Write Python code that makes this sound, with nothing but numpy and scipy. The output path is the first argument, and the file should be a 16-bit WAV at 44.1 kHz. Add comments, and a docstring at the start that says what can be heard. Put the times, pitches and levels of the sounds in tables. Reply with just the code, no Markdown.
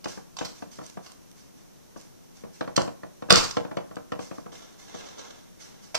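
"""Hands pat and slap rounds of soft dough on a metal baking tray in a small bakery room.
Each push rocks the tray, which knocks dully on the table: bending waves, damped modes and a sinking twang.
Skin smacks the dough with shaped noise bursts; fingertips tick loose, and brushes and shoves are noise grains.
A steady low rumble and faint hiss lie beneath.
Two close microphones of opposite polarity hear it; the hardest slap overloads them."""
import sys
import numpy as np
from scipy import signal
from scipy.fft import rfft, irfft
from scipy.io import wavfile

SR = 44100
rng = np.random.default_rng(int(sys.argv[2]) if len(sys.argv) > 2 else 0)


def transcribe(u):
    """Save the signal u as a 16-bit wav file named by the first command-line argument.

    u: samples, shape (n,) or (channels, n), limited to [-1, 1]; the rate is SR.
    q: integer samples, one column per channel.
    """
    v = np.clip(np.atleast_2d(u).T, -1, 1)
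    q = np.round(v * 32767).astype(np.int16)
    wavfile.write(sys.argv[1], SR, q)


N = 263718  # length in samples

# spectrum of hollow, dull noise, for the palm pocket and the chattering rim: (frequency [Hz], level [dB])
HOLLOW_SPECTRUM = [(60, -17), (300, -4.5), (600, -5.5), (1050, 0), (1700, -9), (2800, -7), (5000, -15.5),
                   (14000, -50.5)]


def amp(db):
    """Decibels to gain."""
    return 10 ** (np.asarray(db) / 20)


def unit(x):
    """Scales to rms 1."""
    return x / np.sqrt(np.mean(x ** 2) + 1e-20)


def read(points, hz):
    """Reads a table on a log-frequency axis."""
    f, value = np.transpose(points)
    return np.interp(np.log(hz + 1), np.log(f + 1), value)


def add(mix, s, sound):
    """Mixes a sound in at time s."""
    part = mix[max(round(s * SR), 0):][:len(sound)]
    part += sound[:len(part)]


def bins(size):
    """Frequencies of a real spectrum."""
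    return np.fft.rfftfreq(size, 1 / SR)


def pulse(spectrum, size=4096):
    """The sharpest causal (minimum-phase) pulse with this spectrum, of energy 1."""
    log_gain = np.log(amp(read(spectrum, abs(np.fft.fftfreq(size, 1 / SR)))))
    shape = np.fft.ifft(np.exp(np.conj(signal.hilbert(log_gain)))).real
    return shape / np.linalg.norm(shape)


def colour(x, spectrum):
    """Gives a sound this spectrum without smearing its attack."""
    return signal.fftconvolve(x, pulse(spectrum))[:len(x)]


def diffuse(size):
    """Spectra of noise arriving from all sides: closely alike at both microphones in the bass only."""
    mic_spacing_m, sound_speed_m_s = 0.15, 343
    a, b = rfft(rng.standard_normal((2, size)))
    same = np.sinc(2 * bins(size) * mic_spacing_m / sound_speed_m_s)
    return np.array([a, same * a + np.sqrt(1 - same ** 2) * b])


def hush(level_db=-50.5, own_db=-11):
    """Steady low rumble and faint hiss, a little of it separate at each microphone."""
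    # (frequency [Hz], level [dB])
    hush_spectrum = [(20, -3), (60, -2), (110, -0.5), (170, 5.5), (300, -1), (500, -7.5), (1000, -15),
                     (2000, -22), (3600, -23.5), (5000, -24.5), (5900, -17.5), (7500, -25.5), (9500, -25.5),
                     (14500, -26)]
    hz = bins(N)
    own = rfft(rng.standard_normal((2, N))) * hz / (hz + 60)
    noise = diffuse(N) + amp(own_db) * own
    return amp(level_db) * unit(irfft(noise * amp(read(hush_spectrum, hz)), N))


def smack(db, length_s, hollow_db, gap_hz, size=8192):
    """Air spurts through the closing gap between skin and dough; the palm's pocket adds a hollow pop."""
    # hiss of the spurting air: (frequency [Hz], level [dB])
    hiss_spectrum = [(25, -13.5), (110, 5.5), (900, -20.5), (2000, -14.5), (3200, -0.5), (4800, 1.5),
                     (6000, -4), (7500, -1.5), (10000, -21), (14500, -27)]
    gap_width_hz, gap_db, hiss_db = 2900, -5, -6  # width of the resonance on each of its two passes
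    crackle_db, fizz_db, fizz_slope = 4, -26, 0.45  # slope in dB of fizz lost per dB of strength

    t = np.arange(size) / SR
    swell = (1 - np.exp(-t / 0.0013)) * np.exp(-(t / length_s) ** 2)
    jet, puff = swell * rng.uniform(-1.123, 1, (2, size))  # slightly lopsided noise
    # tacky skin grips in tiny snaps
    crackle = jet * amp(crackle_db * np.minimum(rng.exponential(1, size), 5))
    peak = signal.iirpeak(gap_hz, gap_hz / gap_width_hz, fs=SR)
    gap = signal.lfilter(*peak, signal.lfilter(*peak, jet))

    sound = amp(gap_db) * unit(gap)
    sound += amp(hiss_db) * unit(colour(crackle, hiss_spectrum))
    sound += amp(hollow_db) * unit(colour(puff, HOLLOW_SPECTRUM))
    # dry flour fizzes, most plainly under a light touch
    sound += amp(fizz_db - fizz_slope * db) * unit(crackle)
    return sound * amp(db) * jet.std()


def smacks():
    """Skin smacks on dough, and small ticks as tacky dough lets go of a fingertip: near sound and room send."""
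    # (time [s], strength [dB], length [s], hollow of the palm [dB], low for flat fingers)
    hits = [(.042, -30, 0.0044, 0), (0.367, -27, 0.0033, -2), (0.386, -28, 0.0049, 2),
            (0.447, -33, 0.019, -4.5), (1.06, -46, 0.0067, 4.5), (2.7599, -29, 0.017, -5),
            (2.7645, -5, 0.0026, -21), (2.818, -20, .002, -13.5), (3.296, -32, 0.021, 4.5),
            (3.3038, -2.5, .0027, 4), (3.318, -23.5, 0.0056, 2.5), (3.325, 6.5, 0.0015, -14),
            (3.357, -1, 0.0026, -18), (3.362, -22, 0.042, -0.5), (3.438, -25, 0.016, -6.5),
            (3.509, -21.5, 0.0041, -8), (5.944, -28.5, 0.0068, 5.5), (5.9505, -14.5, 0.0037, -1)]
    # fingertips coming loose: (time [s], strength [dB])
    ticks = [(0.864, -27), (0.898, -29), (1.118, -31), (1.314, -34.5), (2.012, -33), (3.957, -32)]
    gap_hz = 5080  # pitch of the closing air gap
    tick_s, tick_hollow_db, tick_hz = 0.0021, -15.5, 7000
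    # flat fingers crack toward the microphones, a hollow palm sends more into the room
    send_db, send_per_db = 0, 0.57

    near, send = np.zeros(N), np.zeros(N)
    touches = [(*hit, gap_hz) for hit in hits]
    touches += [(s, db, tick_s, tick_hollow_db, tick_hz) for s, db in ticks]
    for s, db, length_s, hollow_db, pitch_hz in touches:
        sound = smack(db, length_s, hollow_db, pitch_hz)
        add(near, s, sound)
        add(send, s, amp(send_db + send_per_db * hollow_db) * sound)
    return near, send


def bending_waves(blow, stretch):
    """A blow spreads through the sheet as bending waves, whose treble travels faster than their bass."""
    # straight, then back from the rims: (travel time at 1 kHz before the stretch [s], gain [linear])
    paths = [(.0009, 0.37), (.0035, 0.39), (.0075, 0.22)]
    hz = bins(2 * (len(blow) - 1))
    rim_loss = 1 / (1 + (hz / 3000) ** 2) * hz / (hz + 200)  # the rims return mostly the middle range
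    waves = 0
    for k, (travel, gain) in enumerate(paths):
        phase = 4 * np.pi * np.sqrt(1000 * hz) * stretch * travel
        waves = waves + gain * np.exp(-1j * phase) * rim_loss ** (k > 0)
    return irfft(blow * waves)


def tray_modes(t):
    """The tray's dough-damped modes, one decaying sine a row."""
    # (frequency [Hz], relative level [dB], ring time t60 [s])
    modes = [(153, -11.5, 0.33), (202.2, -26, 0.16), (282.9, -15, 0.11), (468, 16.5, 0.047),
             (533, -2, 0.13), (669, -4, 0.13), (762.5, -14, 0.15), (1113, -6, 0.17), (1360, -13.5, .11),
             (1720, -15, 0.049), (2400, -5, .1)]
    rings = [amp(db - 60 * t / t60) * np.sin(2 * np.pi * f * t) for f, db, t60 in modes]
    return np.array(rings) * (1 - np.exp(-t / .005))


def twang(t, stretch, level_db=-13, start_hz=2400, rest_hz=620, relax_s=0.005, t60=0.085):
    """Bent metal is stiffer, so the twang sinks in pitch as it relaxes; stretch divides its pitches."""
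    turns = np.cumsum(rest_hz + (start_hz - rest_hz) * np.exp(-t / relax_s)) / SR
    envelope = amp(level_db - 60 * t / t60) * (1 - np.exp(-t / .004))
    return envelope * np.sin(2 * np.pi * turns / stretch)


def rim_chatter(t, level_db=-22, peak_s=.0025):
    """The rim chatters as it seats: a brief swell of hollow noise."""
    contact = amp(level_db) * t / peak_s * np.exp(1 - t / peak_s)
    return contact * colour(rng.standard_normal(len(t)), HOLLOW_SPECTRUM)


def knocks(ring_db=-29, size=16384):
    """Pushes rock the tray so it knocks on the table: waves, modes, twang and chatter, softened by contact."""
    # the tray knocking on the table: (time [s], strength [dB])
    pushes = [(0.0556, -14.5), (0.1727, -23), (0.4103, -13.5), (.449, -27), (0.6216, -19.5), (0.7861, -21),
              (.812, -24), (0.9706, -21), (1.9599, -25), (2.4359, -23.5), (2.6081, -12), (2.675, -18),
              (2.7755, -2), (2.81, -15.5), (2.8759, -17.5), (3.032, -20), (3.2218, -18), (3.286, -21),
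              (3.305, -5), (3.357, -11), (3.568, -7), (3.6483, -18.5), (3.712, -18.5), (3.769, -11.5),
              (3.91, -24.5), (3.9663, -18), (4.1191, -12.5), (4.1905, -16.5), (4.3107, -19.5), (4.38, -22),
              (4.46, -22.5), (4.5249, -28), (4.942, -25.5)]
    # the weight of the palm reaching the tray through the dough: (time [s], strength [dB])
    thuds = [(.416, -34), (2.448, -23), (3.321, 3), (3.371, -4.5), (4.946, -19)]
    # spectrum of the blow: (frequency [Hz], level [dB])
    blow_spectrum = [(30, -65.5), (85, -5.5), (180, 2), (310, -2), (420, -4), (620, -5.5), (1100, -23),
                     (2200, -43), (3300, -43.5), (5600, -29.5), (8000, -33), (14000, -79)]
    # a harder knock has a shorter contact and is brighter: treble corner at medium strength,
    # and the extra dB that raise it an octave
    corner_at_medium_hz, medium_db, db_per_octave = 2700, -15, 6
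    thud_corner_hz = 262

    blows = [(s, db, corner_at_medium_hz * 2 ** ((db - medium_db) / db_per_octave)) for s, db in pushes]
    blows += [(s, db, thud_corner_hz) for s, db in thuds]
    t, out = np.arange(size) / SR, np.zeros(N)
    modes = tray_modes(t)
    blow = pulse(blow_spectrum)
    blow = rfft(blow / abs(blow).max(), size)
    chance = rng.standard_normal((len(blows), len(modes) + 1))
    for (s, db, corner_hz), (variation, *weights) in zip(blows, chance):
        # travel times and twang pitch vary at random by about 7 % from knock to knock
        stretch = 1 + .07 * variation
        knock = bending_waves(blow, stretch)
        knock += amp(ring_db + 4 * np.array(weights)) @ modes  # mode levels vary at random by about 4 dB
        knock += twang(t, stretch)
        knock += rim_chatter(t)
        cushion = np.exp(-2 * np.pi * corner_hz / SR)
        add(out, s, amp(db) * signal.lfilter([1 - cushion], [1, -cushion], knock[:-size // 8]))
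    return out


def grains(per_s, spread_db):
    """Tiny slips of uneven size at random moments."""
    sizes = amp(spread_db * np.minimum(rng.exponential(1, N), 5))
    happens = rng.random(N) < per_s / SR
    return unit(sizes * rng.standard_normal(N) * happens)


def brushes():
    """Fingers brush over floury dough; each stroke swells and fades as a fine hiss of grains."""
    # (time [s], relative level [dB])
    strokes = [(0.066, -46.5), (0.538, -55.5), (.703, -54.5), (.82, -54), (1.019, -57.5), (1.352, -60.5),
               (1.56, -66.5), (1.955, -58.5), (2.342, -61.5), (2.524, -58.5), (4.189, -50.5), (4.325, -58),
               (4.523, -55), (4.779, -57.5), (5.588, -52.5), (5.812, -58)]
    # floury hiss: (frequency [Hz], level [dB])
    brush_spectrum = [(100, -20), (900, 0), (2500, -4.5), (3900, -5), (5800, 3.5), (7500, -5.5),
                      (10000, -12.5), (14500, -21)]
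    rise_s = .026
    age, level = np.arange(SR) / SR / rise_s, np.zeros(N)
    for s, db in strokes:
        add(level, s, amp(db) * age * np.exp(1 - age))
    return colour(level * grains(per_s=9000, spread_db=3.5), brush_spectrum)


def slide():
    """Grit catches under the tray while each shove keeps it moving along the table."""
    # (time [s], length [s], relative level [dB])
    shoves = [(4.515, 0.12, -55), (4.788, 0.015, -63), (4.874, 0.015, -54.5), (4.938, 0.14, -52),
              (5.175, .1, -54), (5.597, 0.17, -60.5)]
    # gritty scrape: (frequency [Hz], level [dB])
    scrape_spectrum = [(60, -26), (160, -9), (380, 3), (700, -2.5), (1400, -6.5), (2500, -13.5), (3700, -8),
                       (4600, -15.5), (5900, -7.5), (7500, -18.5), (10000, -31.5), (14000, -43)]
    # a shove breaks loose with a jerk, runs evenly, and coasts to rest
    attack_s, jerk_db, jerk_s, coast_db_per_s = 0.0055, 7.5, 0.024, 71
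    t, level = np.arange(SR) / SR, np.zeros(N)
    for s, length_s, db in shoves:
        shape_db = jerk_db * np.exp(-t / jerk_s) - coast_db_per_s * np.maximum(t - length_s, 0)
        add(level, s, np.minimum(t / attack_s, 1) * amp(db + shape_db))
    return colour(level * grains(per_s=1800, spread_db=2.5), scrape_spectrum)


def scatter_noise(size, t60):
    """Quick scatter among trays and moving arms: decaying diffuse noise."""
    t = np.arange(size) / SR
    return unit(irfft(diffuse(size)) * amp(-60 * t / t60) * (1 - np.exp(-t / .002)))


def tail_noise(size):
    """The room's tail: diffuse noise that builds up, then decays at its own rate in each band."""
    # (frequency [Hz], ring time t60 [s])
    ring_times = [(100, 0.5), (400, 0.33), (1200, 0.36), (3000, 0.27), (6000, 0.27), (13000, 0.34)]
    t = np.arange(size) / SR
    f, frame_s, z = signal.stft(irfft(diffuse(size)), SR, nperseg=256)
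    decay = amp(-60 * frame_s / read(ring_times, f)[:, None])
    tail = signal.istft(z * decay, SR, nperseg=256)[1][:, :size]
    return unit(tail * (1 - np.exp(-(t / 0.034) ** 2)))


def room(x, send, scatter_db, scatter_t60, tail_db, pan_db, size=32768, count=3):
    """Direct sound x; what is sent outward returns as near echoes, quick scatter and the room's tail."""
    # near surfaces answer: (delay [s], left gain [linear], right gain [linear])
    near_echoes = [(.0027, 0.13, 0.1), (.0044, 0.079, 0.059), (.0105, 0.097, 0.088), (0.014, 0.31, 0.46),
                   (0.0201, 0.23, 0.31), (0.0307, 0.061, 0.28), (.0375, 0.25, .08)]
    left_lag_s, pose_s = 0.00028, .037  # pose: time for one pattern of reflections to fade into the next

    hz = bins(size)
    lag = np.exp(-2j * np.pi * hz * np.array([[left_lag_s], [0]]))
    direct = irfft(lag) * amp([[pan_db / 2], [-pan_db / 2]])
    answers = 0
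    for s, left, right in near_echoes:
        answers = answers + np.array([[left], [right]]) * np.exp(-2j * np.pi * hz * s)
    routes = [(x, direct), (send, irfft(lag * answers))]
    for k in range(count):  # the arms move, so the patterns of reflections take turns
        turn = (np.arange(N) / SR / pose_s + k) % count
        share = np.sin(np.pi / 2 * turn) * (turn < 2)
        late = amp(scatter_db) * scatter_noise(size, scatter_t60) + amp(tail_db) * tail_noise(size)
        routes.append((send * share, late / np.sqrt(size)))
    return sum(signal.fftconvolve(v[None], path[:, :size // 2], axes=1)[:, :N] for v, path in routes)


def scene():
    """Tray, hands and background in one room."""
    blows, strokes = knocks(), brushes() + slide()
    hands = room(*smacks(), scatter_db=0.0, scatter_t60=0.032, tail_db=-0.5, pan_db=-3.5)
    tray = room(blows, blows, scatter_db=-1, scatter_t60=.014, tail_db=-9.5, pan_db=3.5)
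    rubbing = room(strokes, strokes, scatter_db=9, scatter_t60=0.035, tail_db=5.5, pan_db=-6)
    return tray + hands + amp(-6.5) * rubbing + hush()


def record(dry):
    """The right microphone is inverted and thinner in the bass; peaks clip; then the band limit."""
    # sensitivity of the right microphone against the left: (frequency [Hz], level [dB])
    right_mic = [(100, -4.5), (400, 1), (1500, -1), (5000, 3), (12000, -1.5)]
    edge_hz = 14700
    right_gain = amp(read(right_mic, bins(2 * N)))
    right = -irfft(rfft(dry[1], 2 * N) * right_gain)[:N]
    clipped = np.clip([dry[0], right], -1, 1)
    band_limit = signal.firwin(401, edge_hz, window=("kaiser", 8), fs=SR)
    return signal.oaconvolve(clipped, band_limit[None], "same")


dry = scene()
out = record(dry)
transcribe(out)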